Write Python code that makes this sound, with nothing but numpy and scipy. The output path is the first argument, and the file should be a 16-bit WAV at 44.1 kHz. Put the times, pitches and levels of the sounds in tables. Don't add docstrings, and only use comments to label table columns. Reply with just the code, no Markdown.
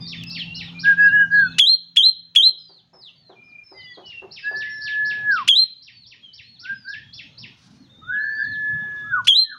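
import sys
import numpy as np
from scipy import signal
from scipy.fft import rfft, irfft, next_fast_len
from scipy.io import wavfile
from scipy.ndimage import uniform_filter1d, minimum_filter1d, map_coordinates

SR = 44100
rng = np.random.default_rng(int(sys.argv[2]) if len(sys.argv) > 2 else 0)


def transcribe(signal):
    frames = np.atleast_2d(signal).T
    limited = np.clip(frames, -1, 1)
    pcm = np.round(limited * 32767).astype(np.int16)
    wavfile.write(sys.argv[1], SR, pcm)


N = 422478


def amp(db):
    return 10 ** (np.asarray(db) / 20)


def unit(x):
    return x / np.sqrt(np.mean(x ** 2) + 1e-20)


def span(length_s):
    return np.arange(int(length_s * SR)) / SR


def along(points, hz):
    f, v = np.transpose(points)
    return np.interp(np.log(hz + 1), np.log(f + 1), v)


def curves(rows, size=130):
    s, *cols = np.transpose(rows)
    t = np.arange(s[0], s[-1], 1 / SR)
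    return [uniform_filter1d(np.interp(t, s, c), size) for c in cols]


def wobble(rate, n):
    knots = rng.standard_normal(int(n * rate / SR) + 4)
    return map_coordinates(knots, [np.arange(n) * rate / SR])


def noise(colour, n):
    m = next_fast_len(n + 8192)
    gain = amp(along(colour, np.fft.rfftfreq(m, 1 / SR)))
    return unit(irfft(rfft(rng.standard_normal(m)) * gain, m)[:n])


def patchy(x, depth_db):
    z = signal.stft(x, nperseg=1024)[2]
    field = uniform_filter1d(rng.standard_normal(z.shape), size=4, axis=0)
    field = uniform_filter1d(field, size=9, axis=1)
    return unit(signal.istft(z * amp(depth_db * unit(field)), nperseg=1024)[1][:len(x)])


def fade(n, edge_s):
    i = np.arange(n)
    nearest_end = np.minimum(i, i[::-1])
    return np.sin(np.pi / 2 * np.minimum(nearest_end / (edge_s * SR), 1)) ** 2


def add(track, s, x):
    i = min(max(round(s * SR), 0), N)
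    track[i:i + len(x)] += x[:N - i]


def syrinx(hz, waver, rate, overtones):
    phase = 2 * np.pi * np.cumsum(hz * (1 + waver * wobble(rate, len(hz)))) / SR
    upper = sum(amp(db) * np.sin(k * phase) for k, db in overtones)
    return np.sqrt(2) * (np.sin(phase) + upper)


# (time [s], length [s], pitch [Hz], sag [Hz/s], final fall [s])
LONG_WHISTLES = [(4.418, 1.0274, 1742, 52, 0.14), (8.109, 1.11, 1748, 57.06, .112)]
# (time [s], level before WHISTLE_GAIN_DB [dB])
WHISTLE_LEVELS = [
    [(4.42, -56), (4.448, -25.5), (4.478, -17), (4.53, -31.5), (4.548, -21.5), (4.806, -30), (5.01, -17.5),
     (5.232, -28), (5.306, -12), (5.426, -27), (5.445, -47)],
    [(8.11, -29.5), (8.146, -19.5), (8.368, -27), (8.436, -19.5), (8.452, -28), (8.7, -21), (8.81, -27.5),
     (9.098, -33.5), (9.13, -21.5), (9.194, -25), (9.22, -34.5)],
]
# (multiple of the pitch, level [dB])
WHISTLE_OVERTONES = [(2, -50.5), (3, -66)]
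WHISTLE_GAIN_DB = 2.5
SCOOP_HZ, SCOOP_S, FALL_HZ = 149, .055, 756


def whistles():
    out = np.zeros(N)
    for (s, length, top_hz, sag_hz, fall_s), levels in zip(LONG_WHISTLES, WHISTLE_LEVELS):
        t = span(length)
        fall = np.maximum(1 - (length - t) / fall_s, 0)
        fall = uniform_filter1d(fall, size=1800, mode="nearest")
        hz = top_hz - SCOOP_HZ * np.exp(-t / SCOOP_S) - sag_hz * t - FALL_HZ * fall
        db = WHISTLE_GAIN_DB + np.interp(s + t, *np.transpose(levels))
        add(out, s, amp(db) * fade(len(t), .014) * syrinx(hz, .0024, 120, WHISTLE_OVERTONES))
    return out


# (time [s], length [s], pitch [Hz], final drop [Hz], release [s], level [dB])
HOOTS = [(0.828, 0.12, 1658, 60, 0.033, -8.5), (.955, .16, 1680, 100, 0.038, -9),
         (1.091, 0.17, 1680, 100, 0.037, -11), (1.293, 0.21, 1678, 380, 0.12, -10.5)]
HOOT_ATTACK_S, HOOT_SCOOP_HZ, HOOT_SCOOP_S, HOOT_DROP_POWER = .065, 135, .02, 3.3


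def hoots():
    out = np.zeros(N)
    for s, length, top_hz, drop_hz, release, db in HOOTS:
        t = span(length)
        scoop = HOOT_SCOOP_HZ * np.exp(-t / HOOT_SCOOP_S)
        hz = top_hz - scoop - drop_hz * (t / length) ** HOOT_DROP_POWER
        opening = np.minimum(np.minimum(t / HOOT_ATTACK_S, (length - t) / release), 1)
        swell = np.sin(np.pi / 2 * opening) ** 2
        add(out, s, amp(db) * swell * syrinx(hz, 0.0053, 120, WHISTLE_OVERTONES))
    return out


# (time [s], pitch [Hz], relative level [dB])
CHIRP = [(0, 1174, -46.5), (.008, 1856, -43), (.014, 3195, -4.5), (0.017, 3433, -5), (0.047, 3154, -13),
         (.06, 3140, -12), (.075, 3410, -19.5), (.09, 3850, -11.5), (.11, 4078, -11.5), (.137, 4156, -13.5),
         (.182, 4130, -16)]
# (time [s], level [dB], time stretch [x], length [s], pitch factor [x], lift of the top note [dB])
CHIRPS = [(1.582, 17, 1.03, .173, 1.01, 0), (1.959, 18, .88, .144, 1, 1.5), (2.349, 18, .96, .151, .997, 1),
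          (5.475, 17, 1, .17, 1, 0), (9.269, 16, 1.01, .174, .998, -2)]
# (frequency [Hz], level [dB])
THROAT = [(2500, 15.5), (5000, -5), (6600, -2), (8300, -8.5), (10200, -7), (12400, -17), (13500, -18),
          (15500, -20.5)]
# (delay [s], level [dB])
WALLS = [(.0034, -19.5), (.0083, -14), (0.012, -22), (0.02, -17)]
SNAP_S, SNAP_STEEPNESS = 0.015, 3.5
RASP_DB, OVERTONE_DB = (7, -48.5), (5.5, -28)


def chirps():
    out = np.zeros(N)
    rasp_colour = [(300, -23.5), (1200, -20), (2800, 11), (4500, 2.5), (6700, -1.5),
                   (8000, -12.5), (10300, -4.5), (12500, -30.5), (15000, -19.0)]
    for s, chirp_db, stretch, length, tune, lift_db in CHIRPS:
        stretched = [(u * stretch, *rest) for u, *rest in CHIRP]
        hz, db = [c[:int(length * SR)] for c in curves(stretched, size=90)]
        t = np.arange(len(hz)) / SR
        clear = 1 - 1 / (1 + (t / (SNAP_S * stretch)) ** SNAP_STEEPNESS)
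        rasp = amp(np.interp(clear, [0, 1], RASP_DB))
        bright_db = np.interp(clear, [0, .5], OVERTONE_DB)
        overtones = [(k, bright_db + along(THROAT, k * hz)) for k in range(2, 6)]
        waver = .0015 + .025 * rasp
        voice = syrinx(tune * hz, waver, 500, overtones) + rasp * noise(rasp_colour, len(hz))
        level_db = chirp_db + db + lift_db * t / length
        add(out, s, amp(level_db) * fade(len(hz), .005) * voice)
    direct = out.copy()
    for delay, db in WALLS:
        add(out, delay, amp(db) * direct)
    return out + amp(-19) * eaves(out, t60=.1)


# (time [s], rise [s], tail [s], start [Hz], turn [Hz], end [Hz], level [dB])
NEIGHBOUR_WHISTLES = [(4.489, .19, 0.037, 1370, 2040, 1950, -29.5),
                      (6.6, 0.097, 0.067, 1340, 1601, 1565, -16.5),
                      (6.838, 0.043, 0.11, 1447, 1620, 1815, -17.5),
                      (8.01, .1, 0.09, 1248, 1512, 1506, -20), (8.151, .08, 0.13, 1500, 1655, 1614, -18),
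                      (8.358, .05, 0.074, 1520, 1668, 1807, -16.5),
                      (9.032, .11, 0.1, 1250, 1489, 1440, -20.5),
                      (9.432, 0.068, 0.073, 1850, 1713, 1036, -17.5)]
NEIGHBOUR_RISE_DB, NEIGHBOUR_FADE_DB = 27.5, 16.5


def neighbour_whistles():
    out = np.zeros(N)
    for s, rise, tail, start_hz, turn_hz, end_hz, peak_db in NEIGHBOUR_WHISTLES:
        shape = [(0, start_hz, -NEIGHBOUR_RISE_DB),
                 (rise, turn_hz, 0),
                 (rise + tail, end_hz, -NEIGHBOUR_FADE_DB)]
        hz, db = curves(shape, size=500)
        voice = syrinx(hz, 0.0092, 120, WHISTLE_OVERTONES)
        add(out, s, amp(peak_db + db) * fade(len(hz), 0.012) * voice)
    return out


# (time [s], pitch [Hz], relative level [dB])
CHIP = [(0, 3680, -16.5), (.01, 4420, 1.5), (.02, 5310, -0.5), (.038, 5640, -8.5), (.047, 4495, -12.5),
        (.056, 3710, -2), (.07, 2750, 2.5), (.084, 1980, -2.5), (.096, 1600, -17)]
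# (time [s], level [dB])
CHIPS = [(.062, -37.5), (.295, -35), (.539, -36.5), (.785, -36.5), (4.047, -43), (4.307, -36),
         (4.553, -35.5), (4.809, -33), (5.045, -34.5), (5.306, -35), (5.553, -38), (5.813, -33),
         (6.054, -35.5), (6.325, -35), (6.585, -34.5), (6.873, -34.5), (7.125, -34.5), (7.371, -36)]


def chips():
    out = np.zeros(N)
    hz, db = curves(CHIP)
    for s, chip_db in CHIPS:
        voice = syrinx(hz, .013, 400, [(2, -46)])
        add(out, s, amp(chip_db + db) * fade(len(hz), .003) * voice)
    return out


# (time [s], glide [s], start [Hz], knee [Hz], level [dB])
SLURS = [(0, 0.098, 5140, 4194, -36.5), (.16, 0.046, 3870, 3427, -35.5), (.26, .125, 5390, 4370, -36.5),
         (.388, 0.0052, 3850, 3564, -24.5), (.55, .12, 4296, 3784, -38.5), (.99, 0.072, 4970, 4840, -45.5),
         (1.31, .06, 5130, 4444, -43), (1.43, 0.085, 4505, 4145, -42), (2.58, .19, 5400, 4170, -34),
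         (2.93, 0.074, 5483, 5080, -34), (3.02, 0.04, 4460, 3700, -28.5), (3.15, 0.15, 4730, 4055, -44.5),
         (3.43, 0.058, 5180, 5070, -49), (3.63, 0.16, 5420, 4775, -41.5), (3.76, 0.17, 5000, 4643, -41.5),
         (4.33, .1, 5340, 4790, -41.5), (4.42, 0.18, 5070, 4576, -40), (4.69, 0.14, 5654, 5106, -38),
         (4.83, .085, 5000, 3500, -35), (5.92, 0.11, 4735, 4280, -34.5), (6.42, 0.12, 4100, 4410, -40),
         (6.74, 0.16, 5210, 4373, -40.5), (7.03, 0.2, 3350, 3430, -39), (7.89, 0.25, 3746, 3585, -44),
         (8.18, 0.25, 4126, 4710, -42), (8.429, 0.097, 4490, 4110, -41)]
PLUNGE_S, PLUNGE_SHARE = 0.042, 0.31
SLUR_SCOOP_SHARE, SLUR_SCOOP_S = .07, .013
SLUR_SWELL_DB, FAINT_SLUR_DB = 2.5, -54


def slurs():
    out = np.zeros(N)
    faint = [(when * N / SR, .03 + .1 * slow, 3700 + 1600 * high, 3300 + 1500 * high, FAINT_SLUR_DB)
             for when, slow, high in rng.random((24, 3))]
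    for s, glide, start_hz, knee_hz, db in list(SLURS) + faint:
        t = span(glide + PLUNGE_S)
        progress = np.minimum(t / glide, 1)
        plunge = np.maximum((t - glide) / PLUNGE_S, 0)
        scoop = SLUR_SCOOP_SHARE * np.exp(-t / SLUR_SCOOP_S)
        bend = 1 - scoop - PLUNGE_SHARE * plunge ** 1.2 + 0.011 * wobble(28, len(t))
        hz = (start_hz + (knee_hz - start_hz) * progress) * bend
        swell_db = db - SLUR_SWELL_DB * (1 - progress) + 2.2 * wobble(61, len(t))
        add(out, s, amp(swell_db) * fade(len(t), .012) * syrinx(hz, 0.009, 160, [(2, -38)]))
    return out


# (time [s], length [s], start [Hz], end [Hz], level [dB])
PIPES = [(0, 0.12, 3550, 3770, -43), (0.204, 0.2, 2550, 2753, -44), (.45, 0.16, 2658, 2918, -37.5),
         (0.734, 0.079, 2360, 2447, -36.5), (0.972, 0.29, 2574, 3008, -38), (1.333, .12, 4146, 4330, -37.5),
         (1.37, .17, 3420, 3500, -47.5), (1.447, 0.16, 2567, 2622, -42), (3.348, .31, 2393, 2407, -37),
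         (3.735, .21, 2070, 1950, -33), (3.764, 0.13, 3170, 2844, -36.5), (3.855, .17, 3430, 3260, -38),
         (4.019, 0.2, 3016, 2650, -31.5), (4.348, 0.17, 2550, 2717, -39.5), (6.21, .13, 3340, 2930, -34),
         (8.35, 0.81, 3505, 3527, -53)]


def pipes():
    out = np.zeros(N)
    for s, length, start_hz, end_hz, db in PIPES:
        hz = np.linspace(start_hz, end_hz, int(length * SR))
        level_db = db + 3.5 * wobble(30, len(hz))
        voice = syrinx(hz, 0.0083, 90, [(2, -37.5)])
        add(out, s, amp(level_db) * fade(len(hz), 0.036) * voice)
    return out


# (time [s], level [dB])
KNOCKS = [(2.485, -31), (2.691, -32), (2.93, -29.5), (3.291, -27.5), (3.714, -32), (3.972, -29),
          (4.219, -28), (4.51, -29)]
# (frequency [Hz], relative level [dB per Hz])
KNOCK_BODY = [(120, -82), (270, -8.5), (385, 15), (450, -1), (530, 6), (610, 0), (760, 5), (1100, -5),
              (1700, -16.5), (2600, -31.5), (6000, -96)]
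# (time [s], level [dB])
TICKS = [(.237, -33), (0.298, -39.5)]


def knocks():
    out = np.zeros(N)
    t = np.arange(SR // 3) / SR
    tick_colour = [(800, -28.0), (2500, -5), (5500, 3.0), (9000, -18.5), (15000, -13.0)]
    for s, db in KNOCKS:
        onset = 1 - np.exp(-t / .005)
        add(out, s, amp(db - 60 * t / .3) * onset * noise(KNOCK_BODY, len(t)))
    for s, db in TICKS:
        add(out, s, amp(db - 60 * t / 0.016) * noise(tick_colour, len(t)))
    return out


# (time [s], length [s], level [dB])
RUSTLES = [(7.567, 0.34, -56), (8.946, 0.17, -64.5), (9.244, 0.03, -39)]


def rustles():
    out = np.zeros(N)
    colour = [(1000, -24), (2500, -10), (4200, 3.0), (5900, 0), (7400, -15.5), (10000, -16), (15000, -60.0)]
    for s, length, db in RUSTLES:
        u = np.linspace(0, 1, int(length * SR))
        swish = np.abs(np.sin(np.pi * np.sqrt(u)))
        level_db = db + 2.3 * wobble(63, len(u))
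        add(out, s, amp(level_db) * swish * noise(colour, len(u)))
    return out


# (multiple of the shaft rate, relative level [dB])
HUM_ORDERS = [(2, 4.5), (3, -7), (4, -22)]
HUM_DB, HUM_FADE_START_S, HUM_FADE_DB_PER_S = -41, 2.2, 14


def motor_hum(t):
    shaft_hz = 84.9
    phase = 2 * np.pi * np.cumsum(shaft_hz * (1 + .014 * wobble(14, N))) / SR
    tone = unit(sum(amp(db) * np.sin(k * phase) for k, db in HUM_ORDERS))
    fade_db = HUM_FADE_DB_PER_S * np.maximum(t - HUM_FADE_START_S, 0)
    return amp(HUM_DB - fade_db + 1.1 * wobble(21, N)) * tone


# (frequency [Hz], relative level [dB per Hz])
RUMBLE_COLOUR = [(15, -58.5), (25, -25.5), (75, -3.5), (118, 6.5), (216, -1), (257, -2.5), (335, -16.5),
                 (430, -22), (500, -23.5), (650, -39), (1100, -120)]
BROADBAND_COLOUR = [(150, -4.5), (330, 5.5), (500, 5), (800, 4.5), (1500, 1), (3000, -4), (4200, -15.5),
                    (8000, -46)]
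HISS_COLOUR = [(1000, -33.5), (3000, -0.5), (5000, -1.5), (6500, 2.5), (7600, -15), (11000, -18),
               (15500, -20.5)]
# (time [s], half width [s], rise [dB])
NOISE_RISES = [(5.15, 0.28, 7.5), (8.88, .22, 8)]
RUMBLE_DB, BROADBAND_DB, HISS_DB = -44.5, -57, -67
LULL_S, LULL_WIDTH_S, LULL_DB = 3.8, 1.1, -7


def background():
    t = np.arange(N) / SR
    lull_db = LULL_DB * np.exp(-((t - LULL_S) / LULL_WIDTH_S) ** 2)
    rise_db = sum(db * np.exp(-((t - s) / width) ** 2) for s, width, db in NOISE_RISES)
    rumble = amp(RUMBLE_DB + lull_db) * patchy(noise(RUMBLE_COLOUR, N), depth_db=4.5)
    broadband = amp(BROADBAND_DB + rise_db) * patchy(noise(BROADBAND_COLOUR, N), depth_db=4.5)
    hiss = amp(HISS_DB) * patchy(noise(HISS_COLOUR, N), depth_db=5.0)
    return motor_hum(t) + rumble + broadband + hiss


def eaves(x, t60):
    t = np.arange(SR // 5) / SR
    tail = rng.standard_normal(len(t)) * amp(-60 * t / t60) * (t > .004)
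    return signal.fftconvolve(x, tail / np.linalg.norm(tail))[:N]


# (frequency [Hz], time to fall 60 dB [s])
PORCH = [(200, .4), (1500, 0.22), (4000, 0.49), (8000, 0.11), (14000, 0.26)]


def echo(x):
    hz, t, z = signal.stft(rng.standard_normal(SR), SR, nperseg=256)
    decay = amp(-60 * t / along(PORCH, hz)[:, None])
    tail = signal.istft(z * decay, SR, nperseg=256)[1]
    return signal.fftconvolve(x, tail / np.linalg.norm(tail))[:N]


def scene():
    held, sharp = hoots() + whistles(), chirps()
    neighbour, chatter, twitter = neighbour_whistles(), chips(), slurs() + pipes()
    twitter = twitter + amp(-5) * eaves(twitter, t60=.13)
    wet = amp(-13.5) * held + amp(-22.0) * sharp
    wet += amp(-1.0) * neighbour + chatter + amp(-15) * twitter
    direct = held + sharp
    direct += amp(-3.5) * neighbour + amp(0.5) * chatter + amp(-4.0) * twitter
    return (direct + echo(wet) + knocks() + rustles() + background())[None]


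CEILING, RECOVERY_S = .73, 1.78
BASS_DUCK, BASS_HZ = 1.326, 1330
TOP_HZ = 15750


def record(dry):
    peaks = -minimum_filter1d(-np.abs(dry), size=130)
    excess_db = 20 * np.log10(np.maximum(peaks / CEILING, 1))
    recovery = np.exp(-np.arange(N) / SR / RECOVERY_S)
    duck_db = np.maximum.accumulate(excess_db / recovery, axis=-1) * recovery
    duck_db = uniform_filter1d(duck_db, size=130)
    m = next_fast_len(N + 8192)
    hz = np.fft.rfftfreq(m, 1 / SR)
    bass = irfft(rfft(dry, m) / (1 + (hz / BASS_HZ) ** 6), m)[..., :N]
    ducked = (dry - bass) * amp(-duck_db) + bass * amp(-BASS_DUCK * duck_db)
    return irfft(rfft(ducked, m) * (hz < TOP_HZ), m)[..., :N]


dry = scene()
out = record(dry)
transcribe(out)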